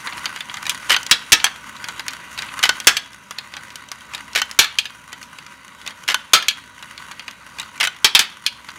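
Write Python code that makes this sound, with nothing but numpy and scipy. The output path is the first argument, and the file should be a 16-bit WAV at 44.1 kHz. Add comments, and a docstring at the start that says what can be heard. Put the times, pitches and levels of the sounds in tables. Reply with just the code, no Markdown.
"""A toy ball lift of plastic bricks on a desk, close to the microphone.
From the start a geared motor whirs and slack links tick. Every 1.7 s the linkage catches,
the crank shoves a column of balls up with a rattle, a lever knocks, the piston slams back down
and loose balls clack into place. The whir follows the load through each turn;
near 3 s it drops as the microphone draws back from the gears."""
import sys
import numpy as np
from scipy import signal
from scipy.fft import rfft, irfft, next_fast_len
from scipy.io import wavfile
from scipy.ndimage import uniform_filter1d, map_coordinates

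SR = 44100
rng = np.random.default_rng(int(sys.argv[2]) if len(sys.argv) > 2 else 0)


def output_pcm(signal):
    """Save a mono or channel-first signal as 16-bit PCM at the path in sys.argv[1].

    Samples are clipped to [-1, 1] before scaling.
    """
    pcm = np.clip(np.atleast_2d(signal).T, -1, 1) * 32767
    wavfile.write(sys.argv[1], SR, np.round(pcm).astype(np.int16))


N = 387198

# Levels are relative; the functions add offsets.
# desk under the motor: f/Hz, density/dB
DESK_SPECTRUM = [(25, -15), (45, -29), (65, 0.5), (95, 6), (160, 7.5), (270, 5.5), (330, -8), (600, 1.5),
                 (900, -29)]
# shaft and gear teeth: f/Hz, level/dB
GEAR_TONES = [(64.6, -64.5), (215.3, -64.5), (270, -65), (969, -55.5), (1497, -62.5), (3881, -64)]
# rubbing teeth: f/Hz, density/dB
WHIR_SPECTRUM = [(210, -21), (350, -4), (411, -18.5), (707, -10.5), (959, 2.5), (1320, 2), (1500, 2),
                 (1700, -5), (2840, -1), (4980, -16.5), (6850, -22), (8040, -17.5), (9900, -21.5),
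                 (13400, -36), (16000, -34)]
# housing resonances: f/Hz, width/Hz, gain/dB
HOUSING_MODES = [(914, 26, -14), (1167, 210, -11.5), (1530, 120, -1), (1976, 260, 1), (4630, 89, 6),
                 (6200, 710, 4.5), (6880, 190, 8.5), (9670, 350, 2.5), (11450, 450, 5), (13100, 860, 9.5)]
# gear load over one turn: t after shove/s, whir/dB, fizz/dB
TURN_LOAD = [(0, -41.5, -51.5), (0.2, -45.5, -55), (0.57, -46, -55), (0.75, -44, -53.5), (1.0, -41, -51),
             (1.27, -45, -56.5), (1.43, -44, -53.5), (1.52, -40, -50.5), (1.62, -43, -53)]
# microphone's nearness to the gears: t/s, gain/dB
MIC_NEARNESS = [(0, 7), (1.0, 6.5), (1.9, 5), (2.8, 7), (3.1, 0.5), (4.4, 1.5), (5.5, -0.5), (7.1, 1.5),
                (8.78, -0.5)]
# dense ring of many small bricks: f/Hz, density/dB
BRICK_SPECTRUM = [(200, -26), (650, -13), (850, -6.5), (1100, -5), (1350, -2), (2200, 0), (3300, -1),
                  (5000, -5), (6400, -6.5), (8000, -11.5), (10400, -15.5), (11400, -15.5), (15500, -26)]
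# body, clack and snap bands of a contact: low/Hz, high/Hz
CONTACT_BANDS = [(150, 2200), (2200, 5000), (5000, 20000)]
# loudest ticks of axles and links: t/s, level/dB, snap re level/dB, ping/Hz
LINK_TICKS = [(0.0714, -13.5, -19, 1520), (0.1242, -16.5, -33, 2370), (0.2567, -6.5, -15.5, 3110),
              (0.361, -19.5, -12, 1270), (0.406, -11.5, -19.5, 3590), (0.4965, -16, -31, 3260),
              (0.5414, -19, -9, 1170), (0.5697, -19, -14, 1340), (0.9436, -1, -33, 2870),
              (1.0306, -22, -3.5, 3080), (1.065, -16, -8, 3290), (1.4004, -11.5, -28, 3060),
              (1.465, -10, -20, 1640), (1.8419, -17.5, -9.5, 1590), (1.8857, -16.5, -11, 1370),
              (1.995, -14.5, -11, 1550), (2.0818, -11.5, -8.5, 2440), (2.1335, -22, -7.5, 1420),
              (2.4215, -16.5, -13, 1560), (2.4864, -20, -30, 3270), (2.591, -16, -10.5, 1240),
              (2.8011, -15.5, -7, 3260), (3.3088, -21, -5, 1200), (3.3855, -11, -16.5, 4120),
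              (3.5382, -20, -15, 2010), (3.5671, -19, -14.5, 1490), (3.7566, -22.5, -5.5, 2970),
              (3.9164, -22, -1, 1150), (4.5125, -22, -3.5, 1880), (5.1292, -21.5, -8.5, 1500),
              (5.2285, -24, -10, 4330), (5.3856, -21.5, -16, 2680), (6.8254, -24, -12, 1440),
              (6.9777, -20, -16, 4330), (7.112, -24.5, -13, 1170), (7.195, -16, -19, 3220),
              (7.2798, -16.5, -17.5, 2196), (8.6879, -21.5, -20, 1490)]
# linkage takes up its slack: t/s, level/dB
LINK_CATCHES = [(0.6663, -8), (2.389, -9.5), (4.148, -10), (5.8758, -10), (7.598, -9.5)]
# ticks of one catch: t after catch/s, level/dB, ping/Hz
CATCH_PATTERN = [(-0.012, -8, 2470), (0, -2, 3790), (0.031, -15, 1800)]
# crank shoves the column: t/s, level/dB, rebound lag/s, rebound level/dB, loss per jolt/dB
COLUMN_SHOVES = [(0.9033, -0.5, 0.014, -3.5, 3), (2.6361, 1.5, 0.018, -6.5, 12),
                 (4.358, -3.5, 0.017, -9, 3), (6.0861, -4.5, 0.013, -7.5, 3),
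                 (7.8085, -4, 0.022, -6.5, 1.1)]
# lever at the end of a shove: t/s, level/dB
LEVER_KNOCKS = [(0.9642, -6), (2.6916, -1), (4.417, -6.5), (6.1437, -4), (7.872, -9)]
# ball drops against its neighbours: t/s, level/dB, body re level/dB, snap re level/dB
BALL_DROPS = [(0.6947, -11, -8, -7), (1.4422, -5, 1.5, -6.5), (2.9682, -7.5, -9.5, -12.5),
              (4.6439, -15.5, 3.5, -12), (4.786, -4, -11.5, -15.5), (4.8549, -18.5, -3, -18),
              (6.4244, -17, -4, -15), (6.4833, -3, -13, -11.5), (6.509, -19, -3, -17),
              (8.4638, -5.5, -11.5, -13.5)]
# piston hits the frame: t/s, level/dB, body re level/dB, snap re level/dB, thump re level/dB, t60/s
PISTON_SLAMS = [(1.1118, -2.5, -10.5, -4.5, -34.5, 0.12), (1.3204, -3.5, -13, -6, -22, 0.13),
                (1.3283, -1, -10.5, -4, -7, 0.075), (2.8703, 0.5, -10.5, -3, -3, 0.12),
                (4.5896, -1, -13, -5.5, 0, 0.19), (6.3341, 0.5, -12, -5.5, -28, 0.18),
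                (8.0447, -1, -15.5, -6.5, -26, 0.13), (8.1496, -0.5, -17, -10, -22, 0.15),
                (8.1918, -5.5, -13, -6.5, -22, 0.17)]
# modes of each struck part: f/Hz, level/dB, t60/s
COLUMN_MODES = [(1490, -4, .06), (2050, -2, .06), (2230, -3, .06), (2550, -4, .05), (2850, -2, .05),
                (3020, -1, .06), (3250, -5, .05)]
LEVER_MODES = [(1490, 0, .08), (3050, -3, .07), (4300, -12, .05), (6150, -9, .05)]
BALL_MODES = [(1700, 9.5, 0.06), (2435, -8, 0.052), (2523, -4, 0.05), (3250, 0, 0.072), (4020, -15, 0.037),
              (6170, -1.5, 0.055), (8000, -32, .04)]
FRAME_MODES = [(930, -10, .11), (1260, -5, .12), (1640, -1, .13), (1760, -3, .13), (2330, -4, .09),
               (2610, -4, .09), (3175, 2, .09), (3350, -2, .085), (3520, -1, .085), (3900, -3, .09),
               (4350, -5, .09), (4625, -4, .09), (5300, -2, .08), (5770, -5, .08), (6340, -5, .075),
               (6860, -7, .07)]
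# room decay: f/Hz, t60/s
ROOM_DECAY = [(200, 0.69), (1500, 0.47), (3300, 0.45), (5500, 0.31), (12000, 0.18)]

TURN_S, TOP_HZ = 1.725, 15900
TOUCH_LEAD_S, TOUCH_DB = 0.0079, -5.5
JOLT_GAP_S, JOLT_SCATTER_S = 0.0098, 0.001
TICK_BODY_DB_PER_OCTAVE, TICK_LOW_HZ = -7.5, 1214


def amp(db):
    """Decibels to gain."""
    return 10 ** (np.asarray(db) / 20)


def unit(x):
    """x at rms 1."""
    return x / np.sqrt(np.mean(x ** 2) + 1e-20)


def along(points, hz):
    """(f/Hz, value) points read on a log axis."""
    f, v = np.transpose(points)
    return np.interp(np.log(hz + 1), np.log(f), v)


def fade(t, t60_s):
    """Exponential decay, 60 dB down at t60_s."""
    return np.exp(-np.log(1000) * t / np.maximum(t60_s, 1e-3))


def wobble(rate_hz):
    """Smooth random curve, knots at rate_hz."""
    knots = rng.standard_normal(int(N * rate_hz / SR) + 4)
    return map_coordinates(knots, [np.arange(N) * rate_hz / SR])


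def filtered(x, response):
    """x through a frequency response."""
    m = next_fast_len(len(x))
    return irfft(rfft(x, m) * response(np.fft.rfftfreq(m, 1 / SR)), m)[:len(x)]


def noise(samples, response):
    """Shaped noise at rms 1."""
    return unit(filtered(rng.standard_normal(samples), response))


def add(track, at_s, sound):
    """Mix a sound into a track."""
    part = track[round(at_s * SR):][:len(sound)]
    part += sound[:len(part)]


def room(x):
    """Small room, highs dying first; the moving microphone hears a new tail each second."""
    wet = np.zeros(N)
    for start in range(0, N, SR):
        hz, t, z = signal.stft(rng.standard_normal(SR // 2), SR, nperseg=256)
        tail = signal.istft(z * fade(t, along(ROOM_DECAY, hz)[:, None]), SR, nperseg=256)[1]
        add(wet, start / SR + .007, signal.fftconvolve(x[start:start + SR], tail / np.linalg.norm(tail)))
    return wet


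def gear_levels_db():
    """Whir and fizz per sample: load repeats each turn, microphone distance scales it."""
    t = np.arange(N) / SR
    near_db = np.interp(t, *np.transpose(MIC_NEARNESS))
    load_s, *load_db = np.transpose(TURN_LOAD)
    return [near_db + np.interp(t - COLUMN_SHOVES[0][0], load_s, db, period=TURN_S) for db in load_db]


def chatter(rate_hz, spread_db):
    """Tiny random tooth contacts, a few much stronger than the rest."""
    hit = rng.random(N) < rate_hz / SR
    size = amp(spread_db * np.minimum(rng.exponential(size=N), 4))
    impulses = hit * size * rng.choice([-1, 1], N)
    t = np.arange(SR // 50) / SR
    burst = rng.standard_normal(len(t)) * fade(t, 0.017)
    return unit(signal.fftconvolve(impulses, burst)[:N])


def housing(f):
    """Complex response of the resonant gear housing."""
    return 1 + sum(amp(db) * 1j * f * width_hz / (hz * hz - f * f + 1j * f * width_hz)
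                   for hz, width_hz, db in HOUSING_MODES)


def churn(x):
    """Rubbing spots move as the gears turn: patches of spectrum swell and fade."""
    z = signal.stft(x, nperseg=512)[2]
    patches = uniform_filter1d(rng.standard_normal(z.shape), size=6, axis=0)
    patches = uniform_filter1d(patches, size=9, axis=1)
    return signal.istft(z * amp(1.4 * unit(patches)), nperseg=512)[1][:N]


def backlash(count, spread_db, centre_hz, t60_s):
    """Loose teeth take up slack: faint pings, each at its own pitch."""
    track, t = np.zeros(N), np.arange(SR // 20) / SR
    for when, strength, pitch in rng.random((count, 3)):
        hz = centre_hz * 2 ** (3 * (pitch - .5))
        ping = noise(len(t), lambda f: 1 / (1 + 4j * (f - hz) / hz))
        gain = amp(spread_db * (strength ** 2 - 2.0)) * np.sqrt(centre_hz / hz)
        add(track, when * N / SR, gain * ping * fade(t, t60_s))
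    return track


def motor():
    """Teeth rub and chatter in the housing, over shaft hum and desk rumble."""
    whir_gain, fizz_gain = amp(gear_levels_db())
    load_flutter = amp(1.2 * wobble(40))
    teeth = (rng.standard_normal(N) + 1.01 * chatter(rate_hz=260, spread_db=4.5)) * load_flutter
    gears = churn(filtered(teeth, lambda f: amp(along(WHIR_SPECTRUM, f)) * housing(f)))
    treble = filtered(gears, lambda f: f > CONTACT_BANDS[2][0])
    fizz = treble * amp(2.1 * wobble(340) + 0.75 * wobble(27))
    rub = whir_gain * unit(gears - treble) + fizz_gain * unit(fizz)
    pings = amp(1.5) * whir_gain * backlash(count=130, spread_db=4, centre_hz=3100, t60_s=0.012)
    speed = 1 + 0.00129 * wobble(7.8) + 0.00334 * wobble(60)
    shaft_s = np.cumsum(speed) / SR
    hum = sum(amp(db + 3 * wobble(12)) * np.sqrt(2) * np.sin(2 * np.pi * hz * shaft_s)
              for hz, db in GEAR_TONES)
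    desk = amp(-53.5) * noise(N, lambda f: amp(along(DESK_SPECTRUM, f)))
    swell = (whir_gain / np.median(whir_gain)) ** 0.62
    return rub + pings + swell * (hum + desk)


def bricks(hz, ripple_hz=130):
    """Brick spectrum with random ripple: each contact point excites it differently."""
    knots_db = 3.6 * rng.standard_normal(200)
    ripple_db = np.interp(hz / ripple_hz, np.arange(len(knots_db)), knots_db)
    return amp(along(BRICK_SPECTRUM, hz) + ripple_db)


def mode(t, hz, t60_s, blur_hz=25):
    """One resonance; loose parts shift as it rings, so its phase wanders."""
    size = amp(2.5 * rng.normal())
    wander = np.cumsum(rng.standard_normal(len(t))) * np.sqrt(2 * np.pi * blur_hz / SR)
    return size * fade(t, t60_s) * np.sin(2 * np.pi * (hz * t + rng.random()) + wander)


def blow(band_db, modes, t60_s, ring_db, crack_db, snap_t60_ratio):
    """One contact in three bands: crack, dense brick ring and the part's own modes."""
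    t = np.arange(SR // 5) / SR
    sound = np.zeros(len(t))
    t60_ratios = (np.sqrt(1 / snap_t60_ratio), 1, snap_t60_ratio)
    for (lo, hi), db, ratio in zip(CONTACT_BANDS, band_db, t60_ratios):
        dense = noise(len(t), lambda f: bricks(f) * (f >= lo) * (f < hi))
        band = dense * (fade(t, t60_s * ratio) + amp(crack_db) * fade(t, 0.014))
        band += sum(amp(ring_db + mode_db) * mode(t, hz, mode_t60_s)
                    for hz, mode_db, mode_t60_s in modes if lo <= hz < hi)
        sound += amp(db) * band / np.std(band[:SR // 100])  # level set on the first 10 ms
    return sound * (1 - np.exp(-t / 0.0005))


def contacts(rows, modes, body_db, clack_db, snap_db, **timbre):
    """All blows on one part; rows: t/s, level/dB, body/dB, snap/dB."""
    track = np.zeros(N)
    for at_s, db, body, snap in rows:
        band_db = [db + body + body_db, db + clack_db, db + snap + snap_db]
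        add(track, at_s, blow(band_db, modes, **timbre))
    return track


def ticks(rows, body_db, clack_db, snap_db, t60_s, ping_db, spike_db):
    """Slack links: a spike as edges meet, and a short ping. Higher pings have less body."""
    track, t = np.zeros(N), np.arange(SR // 200) / SR
    for at_s, db, snap, hz in rows:
        body = TICK_BODY_DB_PER_OCTAVE * np.log2(hz / TICK_LOW_HZ)
        band_db = [db + body + body_db, db + clack_db, db + snap + snap_db]
        ping = blow(band_db, [(hz, 0, 0.028)], t60_s, ping_db, crack_db=-1, snap_t60_ratio=0.36)
        add(track, at_s, ping)
        edge_hz = 6000 * np.exp(0.15 * rng.normal())
        spike = np.sin(2 * np.pi * edge_hz * t) * fade(t, .0022)
        add(track, at_s + .0004, amp(db + snap + spike_db) * spike)
    return track


def faint_ticks(count, spread_db, snap_spread_db, octaves):
    """Small random ticks that follow the level of the whir."""
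    whir_db, rows = gear_levels_db()[0], []
    for k, (when, strength, hardness, pitch) in enumerate(rng.random((count, 4))):
        at = int((k + when) / count * N)
        db = whir_db[at] + 15 + spread_db * (strength - .5)
        snap_db = -12 + snap_spread_db * (hardness - .5)
        rows.append((at / SR, db, snap_db, TICK_LOW_HZ * 2 ** (octaves * pitch)))
    return ticks(rows, body_db=-14, clack_db=-14, snap_db=-9, t60_s=0.04, ping_db=11, spike_db=8)


def linkage():
    """Axles and links tick; once a turn they take up their slack with a clatter."""
    catches = [(at_s + lag_s, db + tick_db, -14, hz)
               for at_s, db in LINK_CATCHES for lag_s, tick_db, hz in CATCH_PATTERN]
    return ticks(list(LINK_TICKS) + catches, body_db=-9.5, clack_db=-12.5, snap_db=-6.5,
                 t60_s=0.064, ping_db=7.5, spike_db=12.5)


def column(jolts):
    """Each shove: a thin first touch, the push, then a rebound from ball to ball."""
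    rows = []
    for at_s, db, lag_s, rebound_db, loss_db in COLUMN_SHOVES:
        rows += [(at_s - TOUCH_LEAD_S, db + TOUCH_DB, -3.5, 0), (at_s, db, 0, 0)]
        for k in range(jolts):
            jolt_s = at_s + lag_s + k * JOLT_GAP_S + JOLT_SCATTER_S * rng.normal()
            rows.append((jolt_s, rebound_db - k * loss_db, 0, 0))
    return contacts(rows, COLUMN_MODES, body_db=-13.5, clack_db=-11, snap_db=-17,
                    t60_s=0.061, ring_db=-1.5, crack_db=-8, snap_t60_ratio=0.73)


def lever():
    """The lever knocks and rings briefly after each shove."""
    rows = [(at_s, db, 0, 0) for at_s, db in LEVER_KNOCKS]
    return contacts(rows, LEVER_MODES, body_db=-11.5, clack_db=-10.5, snap_db=-14,
                    t60_s=0.039, ring_db=3.5, crack_db=2, snap_t60_ratio=0.48)


def balls():
    """Loose balls clack against their neighbours."""
    return contacts(BALL_DROPS, BALL_MODES, body_db=-10, clack_db=-6, snap_db=0,
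                    t60_s=0.084, ring_db=0, crack_db=5, snap_t60_ratio=0.61)


def piston(body_db, clack_db, snap_db, thump_db, plate_db):
    """The falling piston rings the frame, shakes the base plate and thumps the desk."""
    track, t = np.zeros(N), np.arange(SR // 4) / SR
    for at_s, db, body, snap, thump, t60_s in PISTON_SLAMS:
        band_db = [db + body + body_db, db + clack_db, db + snap + snap_db]
        frame = blow(band_db, FRAME_MODES, t60_s, ring_db=-1.5, crack_db=6, snap_t60_ratio=0.59)
        add(track, at_s, frame)
        plate = noise(len(t), lambda f: f / (f + 100) / (1 + (f / 600) ** 4))
        plate *= fade(t, 0.1) * (1 - np.exp(-t / 0.00078))
        add(track, at_s, amp(db + body + plate_db) * plate)
        push = t / 0.0017  # the desk gives once and springs back
        add(track, at_s, amp(db + thump + thump_db) * push * (2 - push) * np.exp(-push))
    return track


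def scene():
    """Clatter with its room tail, over the dry motor."""
    clatter = piston(body_db=2, clack_db=-3, snap_db=0.5, thump_db=-13, plate_db=-14)
    clatter += balls() + lever() + column(jolts=3) + linkage()
    clatter += faint_ticks(count=40, spread_db=4, snap_spread_db=12, octaves=2.3)
    return (clatter + amp(-19.5) * room(clatter) + motor())[None]


def record(dry):
    """The hardest blows overload the microphone; steep low-pass at TOP_HZ."""
    clipped = dry / (1 + np.abs(dry / 1.05) ** 6) ** (1 / 6)
    return filtered(clipped[0], lambda hz: 1 / (1 + (hz / TOP_HZ) ** 90))[None]


dry = scene()
out = record(dry)
output_pcm(out)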